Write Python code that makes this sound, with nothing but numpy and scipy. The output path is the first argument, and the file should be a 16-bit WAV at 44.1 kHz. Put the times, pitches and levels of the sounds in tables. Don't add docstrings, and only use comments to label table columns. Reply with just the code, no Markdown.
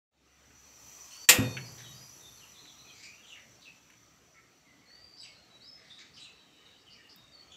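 import sys
import numpy as np
from scipy import signal
from scipy.fft import rfft, irfft
from scipy.io import wavfile
from scipy.ndimage import uniform_filter1d, minimum_filter1d

SR = 44100
rng = np.random.default_rng(int(sys.argv[2]) if len(sys.argv) > 2 else 0)


def store_pcm(level_fs):
    pcm = np.round(np.clip(level_fs, -1, 1) * 32767).astype(np.int16)
    wavfile.write(sys.argv[1], SR, np.atleast_2d(pcm).T)


N = 333396
TIME = np.arange(N) / SR

# f/Hz, level/dB per Hz
AIR_COLOUR = [(25, -22.5), (45, -15), (65, -3.5), (160, -2), (350, -5.5), (600, -8), (950, -11),
              (1550, -12), (2100, -10), (3400, -13), (5000, -17.5), (7800, -19), (9000, -31), (15500, -31)]
# f/Hz, width/Hz, level/dB
DRONE_BANDS = [(120.4, 14, -80), (287.7, 36, -79), (645.8, 40, -85), (734, 30, -85), (1270, 200, -77.5),
               (4510, 130, -79), (5580, 180, -80.5)]
AIR_DB = -64
LULL_S, LULL_WIDTH_S, LULL_DB = 4.45, 0.51, -3.5
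HUM_HZ, HUM_DB, HUM_EASE_S, HUM_FALL_DB_PER_S, HUM_STEADY_DB = 68, -68.5, 0.6, 25, -83

# f/Hz, width/Hz, level/dB
JET_RESONANCES = [(1107.4, 430, -13.5), (1920, 140, -17), (2470, 300, -15), (3141, 230, -19),
                  (4320, 150, -13), (5380, 170, -14), (5914, 240, 0), (6180, 140, -8.5), (7000, 1000, -11),
                  (11380, 540, -17.5), (12970, 1800, -16)]
# f/Hz, level/dB per Hz
HISS_COLOUR = [(300, -13.5), (1000, -5), (3600, -6.5), (5000, 0), (7500, 3), (9000, -11.5), (10200, -12),
               (15500, -8)]
# f/Hz, width/Hz, level/dB
PORT_BANDS = [(11290, 500, 0.5)]
GAS_FULL_S, GAS_EASE_S, GAS_DB, GAS_STEADY_DB = 0.94, 1.5, -55, -83
GAS_RISE_DB_PER_S, GAS_FALL_DB_PER_S = 28.5, 6.5
PORTS_DB, PORTS_SETTLED_S, PORTS_FALL_DB_PER_S = -69.5, 2.35, 32

# t/s, level/dB
KNOCK_HITS = [(0.505, -57), (1.569, -33), (2.653, -54.5), (3.901, -57.5), (3.935, -60.5)]
KNOCK_HZ, KNOCK_OCTAVES, KNOCK_T60_S = 2100, 0.59, 0.11
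# t/s, level/dB, f/Hz
METAL_TICKS = [(1.167, -49, 8900), (3.903, -62, 10930), (7.070, -65.5, 13500), (7.161, -50, 13500),
               (7.240, -62, 7000), (7.279, -58, 6370)]
TICK_OCTAVES, TICK_T60_S = 0.3, 0.0195

# t/s, length/s, middle f/Hz, level/dB, rasp/0-1, level step per overtone/dB
SQUAWK_CALLS = [(1.097, 0.075, 2905, -52, 0.68, 1), (1.768, 0.054, 1928, -51, 0.98, 0),
                (2.92, .12, 2273, -56, 0.76, 2.5), (3.021, .053, 2398, -47.5, 0.79, 0),
                (3.251, .1, 3540, -56.5, 0.52, -4.5), (3.34, .058, 2056, -54.5, .9, -17),
                (3.605, 0.067, 3870, -57, 0.87, -14), (4.332, 0.076, 2130, -62, .7, -17),
                (5.201, 0.036, 3947, -48, 0.02, -1), (5.218, 0.06, 2990, -53.5, 0.93, -5.5),
                (5.7, .25, 1990, -62.5, .7, -3), (5.82, 0.19, 4650, -63, 1, -8),
                (5.975, 0.059, 2010, -52.5, 0.97, 1.5), (6.124, 0.087, 4610, -56, 0.75, -17),
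                (6.163, 0.038, 2936, -52, 0.64, -7.5), (6.182, 0.077, 3690, -52, 0.75, -3.5),
                (7.505, 0.062, 3275, -53, 0.5, -7)]
SQUAWK_FALL_OCTAVES = 0.28
# t/s, length/s, held f/Hz, start above held pitch/octaves, level/dB, rasp/0-1
WHISTLE_CALLS = [(1.1, .22, 4570, -0.12, -54.5, 0.27), (1.424, .18, 4411, 0, -52, 0.07),
                 (1.827, .11, 3800, 0.021, -56, 0.14), (1.911, 0.17, 4930, -0.21, -57.5, 0.21),
                 (2.2, .12, 3600, 0.1, -57, 0.37), (2.51, 0.21, 3970, .06, -60, .6),
                 (2.73, 0.24, 4040, -.04, -62, 0.68), (2.839, 0.085, 2480, 0.034, -60.5, 0.48),
                 (3.079, 0.08, 2420, .03, -61.5, 0.5), (3.119, .1, 2800, -.05, -61.5, 0.52),
                 (4.334, 0.068, 1323, 0.058, -67.5, .4), (4.638, .13, 2000, 0.2, -66, 0.33),
                 (4.801, .16, 1930, 0.34, -65.5, 0.46), (4.845, 0.34, 4690, -.2, -58, .26),
                 (5.253, 0.2, 4250, 0.13, -65, .35), (5.273, 0.038, 2206, 0.11, -63, .15),
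                 (5.485, 0.21, 3900, .015, -64, 0.15), (5.602, 0.15, 5170, -.42, -54.5, 0.13),
                 (5.893, .12, 3740, -.04, -54, 0.7), (6.209, 0.068, 4003, -0.011, -52.5, 0.36),
                 (6.299, 0.54, 3800, 0.069, -66, 0.6), (6.35, 0.49, 3000, 0.11, -71, 0.6),
                 (6.978, .11, 2865, 0.047, -62.5, 0.8), (7.156, 0.15, 3730, 0.0035, -60, 0.22),
                 (7.311, .12, 4400, 0.17, -57.5, .23), (7.399, .12, 3200, -0.06, -66.5, 0.87)]
SLIDE_SHARE = 0.55
# t/s, last f/Hz, level/dB
CHIP_CALLS = [(1.648, 4480, -52), (1.832, 2980, -53.5), (2.36, 4030, -62), (2.401, 2750, -57),
              (2.535, 3340, -58.5), (2.665, 3240, -57), (2.865, 3120, -57), (3.22, 2980, -58),
              (3.29, 2686, -49.5), (3.645, 2520, -52), (5.185, 4470, -48.5), (6.236, 2595, -54),
              (6.858, 2800, -56.5), (6.93, 2240, -62.5), (6.975, 1780, -62)]
CHIP_S, CHIP_FALL_OCTAVES, CHIP_CURVE, CHIP_RASP = 0.052, 0.24, 1.6, 0.21
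# t/s, level/dB
CHIRP_CALLS = [(5.155, -54.5), (6.769, -67), (6.894, -56.5), (7.079, -57)]
CHIRP_S, CHIRP_HZ, CHIRP_RISE_OCTAVES, CHIRP_RASP = 0.066, 4880, 0.168, 0.52

# t/s, level/dB
HAMMER_BLOWS = [(1.288, -0.5), (1.294, 0)]
# f/Hz, level/dB per Hz, t60/s
BODY_RING = [(80, -23.5, 0.22), (300, -15, 0.54), (840, -13, .3), (1360, -11, 0.3), (1990, -5, 0.19),
             (2680, 0, 0.21), (4200, -4, 0.13), (5300, -4.5, 0.16), (6128, -9, 0.16), (7180, 3, .14),
             (9570, -13, 0.15), (13130, -8.5, 0.17), (15500, -15.5, 0.15)]
# f/Hz, level/dB, t60/s
STEEL_MODES = [(500, -8, 0.39), (1626, -15, 0.2), (1835, -5, 0.13), (1887, 0.5, 0.24), (1943, -12, 0.25),
               (2050, -7, .14), (2322, -2.5, .17), (2485, -16, 0.6), (2674, -5, 0.25), (2821, -5, .17),
               (3120, -4, 0.11), (3445, -7, 0.15), (3636, -23.5, 0.79), (3930, -10, .17), (4650, -6, 0.14),
               (5180, -9, .18), (6655, -9, .17), (7067, 0, 0.093), (7327, -2, .12), (7836, -1, .1),
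               (8397, -8, 0.11), (9800, -9, .12), (11350, -22, 0.43), (13000, -9, 0.11), (13651, -7, .12)]

# f/Hz, level/dB, t60/s
WHUMP_MODES = [(113, 1.5, 0.19), (142, -17, 0.19), (218, -0.5, 0.14), (263.2, 0, 0.21), (328, -13, 0.1),
               (509.2, -21, 0.51)]
# f/Hz, level/dB per Hz
ROAR_COLOUR = [(30, -25), (85, -17), (125, 2), (170, -9), (260, -16.5), (500, -21.5), (1000, -25),
               (3000, -56)]
WHUMP_S = 1.385
FLAME_DB, FLAME_RISE_DB_PER_S, FLAME_FALL_DB_PER_S = -35, 2200, 48.5
BURN_DB, BURN_FALL_DB_PER_S = -55.5, 16.5

# f/Hz, t60/s
KITCHEN_T60 = [(200, 0.25), (2000, 0.46), (5000, 0.4), (12000, .25)]
FADE_IN_S, FADE_IN_RISE_S = 0.11, 0.21
EDGE_HZ = 15650


def gain_of(db):
    return 10 ** (np.asarray(db) / 20)


def evened(x):
    return x / np.sqrt(np.mean(x ** 2) + 1e-20)


def read(points, hz):
    f, value = np.transpose(points)
    return np.interp(np.log(hz + 1), np.log(f), value)


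def add(mix, s, sound):
    part = mix[round(s * SR):][:len(sound)]
    part += sound[:len(part)]


def noise(shape, size=N):
    spectrum = rfft(rng.standard_normal(size))
    return evened(irfft(spectrum * shape(np.fft.rfftfreq(size, 1 / SR)), size))


def coloured(colour, size=N):
    return noise(lambda hz: gain_of(read(colour, hz)), size)


def wander(rate_hz, size=N):
    return noise(lambda hz: 1 / (1 + (hz / rate_hz) ** 4), size)


def fuzzy(bands):
    out = np.zeros(N)
    for centre, width, db in bands:
        out += gain_of(db) * noise(lambda hz: 1 / (1 + ((hz - centre) / (width / 2)) ** 2))
    return out


def mottled(x, patchy_db):
    z = signal.stft(x, nperseg=1024, noverlap=768)[2]
    patches = uniform_filter1d(rng.standard_normal(z.shape), size=4, axis=0)
    patches = evened(uniform_filter1d(patches, size=14, axis=1))
    return signal.istft(z * gain_of(patchy_db * patches), nperseg=1024, noverlap=768)[1][:N]


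def swell(full_s, ease_s, rise_db_per_s, fall_db_per_s):
    rise_db = -rise_db_per_s * np.maximum(full_s - TIME, 0)
    fall_db = -fall_db_per_s * np.maximum(TIME - ease_s, 0)
    return gain_of(rise_db + fall_db)


def onset(rise_s):
    return 1 - np.exp(-TIME[:SR] / rise_s)


def dying(colour, t60s):
    hz, t, z = signal.stft(coloured(colour, SR), SR, nperseg=256)
    decay_db = -60 * t / read(t60s, hz)[:, None]
    tail = signal.istft(z * gain_of(decay_db), SR, nperseg=256)[1][:SR]
    return tail / np.linalg.norm(tail)


def ring(modes):
    t = TIME[:SR]
    out = np.zeros(SR)
    for hz, db, t60 in modes:
        out += gain_of(db - 60 * t / t60) * np.sin(2 * np.pi * (hz * t + rng.random()))
    return out


def contact(centre_hz, octaves, t60):
    t = TIME[:SR // 4]
    burst = noise(lambda hz: 1 / (1 + (np.log2((hz + 1) / centre_hz) / octaves) ** 6), size=len(t))
    return burst * gain_of(-60 * t / t60)


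def progress(length):
    return np.linspace(0, 1, max(round(length * SR), 64))


def syrinx(hz, jitter, jitter_hz):
    return 2 * np.pi * np.cumsum(hz * (1 + jitter * wander(jitter_hz, size=len(hz)))) / SR


def harsh_note(hz, rasp, slope_db, jitter=0.14, taper=0.6, shake=0.4):
    phase = syrinx(hz, jitter * rasp, jitter_hz=604)
    stack = np.sin(phase) + gain_of(slope_db) * np.sin(2 * phase)
    stack += gain_of(2 * slope_db - 4) * np.sin(3 * phase)
    shaken = stack * (1 + shake * wander(200, size=len(hz)))
    return evened(shaken) * signal.windows.tukey(len(hz), taper)


def pure_note(hz, rasp, jitter=0.056, overtone_db=-26, taper=0.3, quaver_db=9):
    phase = syrinx(hz, jitter * rasp, jitter_hz=256.5)
    quaver = gain_of(quaver_db * rasp * wander(35, size=len(hz)))
    tone = np.sin(phase) + gain_of(overtone_db) * np.sin(2 * phase)
    return evened(quaver * tone) * signal.windows.tukey(len(hz), taper)


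def background(flutter_db=0.43):
    air = gain_of(AIR_DB) * coloured(AIR_COLOUR) + fuzzy(DRONE_BANDS)
    lull_db = LULL_DB * np.exp(-((TIME - LULL_S) / LULL_WIDTH_S) ** 2)
    air_gain = gain_of(flutter_db * wander(5.3) + lull_db)
    hum_gain = gain_of(HUM_DB - HUM_FALL_DB_PER_S * np.maximum(TIME - HUM_EASE_S, 0))
    hum_gain += gain_of(HUM_STEADY_DB)
    hum = hum_gain * np.sin(2 * np.pi * HUM_HZ * TIME + 0.5 * wander(4.9))
    return air_gain * mottled(air, patchy_db=2.5) + hum


def gas(hiss_db=-3):
    flow = gain_of(GAS_DB) * swell(GAS_FULL_S, GAS_EASE_S, GAS_RISE_DB_PER_S, GAS_FALL_DB_PER_S)
    flow = np.maximum(flow, gain_of(GAS_STEADY_DB))
    jet = fuzzy(JET_RESONANCES) + gain_of(hiss_db) * coloured(HISS_COLOUR)
    ports_gain = swell(WHUMP_S, PORTS_SETTLED_S, FLAME_RISE_DB_PER_S, PORTS_FALL_DB_PER_S)
    ports = gain_of(PORTS_DB) * ports_gain * fuzzy(PORT_BANDS)
    return mottled(flow * jet + ports, patchy_db=2.0)


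def knocks():
    out = np.zeros(N)
    for s, db in KNOCK_HITS:
        add(out, s, gain_of(db) * contact(KNOCK_HZ, KNOCK_OCTAVES, KNOCK_T60_S))
    return out


def squawks():
    out = np.zeros(N)
    for s, length, hz, db, rasp, slope_db in SQUAWK_CALLS:
        pitch = hz * 2 ** (SQUAWK_FALL_OCTAVES * rasp * (0.5 - progress(length)))
        add(out, s, gain_of(db) * harsh_note(pitch, rasp, slope_db))
    return out


def whistles():
    out = np.zeros(N)
    for s, length, hz, slide, db, rasp in WHISTLE_CALLS:
        remaining = np.maximum(1 - progress(length) / SLIDE_SHARE, 0)
        pitch = hz * 2 ** (slide * remaining ** 2)
        add(out, s, gain_of(db) * pure_note(pitch, rasp))
    return out


def ticks():
    out = np.zeros(N)
    for s, db, hz in METAL_TICKS:
        add(out, s, gain_of(db) * contact(hz, TICK_OCTAVES, TICK_T60_S))
    return out


def igniter(body_db=26, modes_db=-9, crack_db=7, crack_s=0.0066, release_s=1.57, damping_db_per_s=250):
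    out, body = np.zeros(N), np.array(BODY_RING)
    strike = onset(0.0016) * (1 + gain_of(crack_db) * np.exp(-TIME[:SR] / crack_s))
    for s, db in HAMMER_BLOWS:
        add(out, s, gain_of(db + body_db) * dying(body[:, :2], body[:, ::2]) * strike)
    first_blow_s = HAMMER_BLOWS[0][0]
    add(out, first_blow_s, gain_of(modes_db) * ring(STEEL_MODES) * onset(0.003))
    return out * gain_of(-damping_db_per_s * np.clip(TIME - release_s, 0, 1))


def flame(whump_db=-16, spread_s=0.0063, flutter_db=1.0):
    lit_s = WHUMP_S + spread_s
    flare = gain_of(FLAME_DB) * swell(lit_s, lit_s, FLAME_RISE_DB_PER_S, FLAME_FALL_DB_PER_S)
    burn = gain_of(BURN_DB) * swell(lit_s, lit_s, FLAME_RISE_DB_PER_S, BURN_FALL_DB_PER_S)
    out = (flare + burn) * gain_of(flutter_db * wander(3.4)) * coloured(ROAR_COLOUR)
    add(out, WHUMP_S, gain_of(whump_db) * ring(WHUMP_MODES) * onset(0.0015))
    return out


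def chips(overtone_db=-19):
    out = np.zeros(N)
    for s, hz, db in CHIP_CALLS:
        pitch = hz * 2 ** (CHIP_FALL_OCTAVES * (1 - progress(CHIP_S)) ** CHIP_CURVE)
        add(out, s, gain_of(db) * harsh_note(pitch, CHIP_RASP, overtone_db))
    return out


def chirps(overtone_db=-20):
    out = np.zeros(N)
    for s, db in CHIRP_CALLS:
        pitch = CHIRP_HZ * 2 ** (CHIRP_RISE_OCTAVES * (progress(CHIRP_S) - 0.5))
        add(out, s, gain_of(db) * harsh_note(pitch, CHIRP_RASP, overtone_db))
    return out


def through_window(x, corner_hz=8200):
    hz = np.fft.rfftfreq(N, 1 / SR)
    return irfft(rfft(x) / np.sqrt(1 + (hz / corner_hz) ** 12), N)


def kitchen(x, direct_db, room_db):
    flat = [(100, 0), (15000, 0)]
    tail = dying(flat, KITCHEN_T60) * onset(0.003)
    return gain_of(direct_db) * x + gain_of(room_db) * signal.fftconvolve(x, tail)[:N]


def low_cut(x, corner_hz=60):
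    return signal.sosfilt(signal.butter(2, corner_hz, "high", fs=SR, output="sos"), x)


def scene():
    stove = low_cut(kitchen(igniter() + flame(), direct_db=-2.0, room_db=-27))
    handling = kitchen(knocks() + ticks(), direct_db=-2.0, room_db=-12.5)
    calls = squawks() + whistles() + chips() + chirps()
    birds = kitchen(through_window(calls), direct_db=-3.5, room_db=-2.5)
    return (background() + gas() + handling + birds + stove)[None]


def record(dry, ceiling_db=-10, recovery_db_per_s=85):
    power_db = 10 * np.log10(abs(uniform_filter1d(dry[0] ** 2, size=400)) + 1e-12)
    headroom_db = np.minimum(ceiling_db - power_db, 0)
    over_db = -minimum_filter1d(headroom_db, size=1300, origin=-650)
    fall = TIME * recovery_db_per_s
    held_db = np.maximum.accumulate(over_db + fall) - fall
    duck_db = uniform_filter1d(held_db, size=200)
    fade_in = 1 - np.exp(-np.maximum(TIME - FADE_IN_S, 0) / FADE_IN_RISE_S)
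    limited = np.clip(fade_in * dry / gain_of(duck_db), -0.95, 0.95)
    band_limit = signal.firwin(511, EDGE_HZ, window=("kaiser", 9), fs=SR)
    return signal.oaconvolve(limited, band_limit[None], "same")


dry = scene()
out = record(dry)
store_pcm(out)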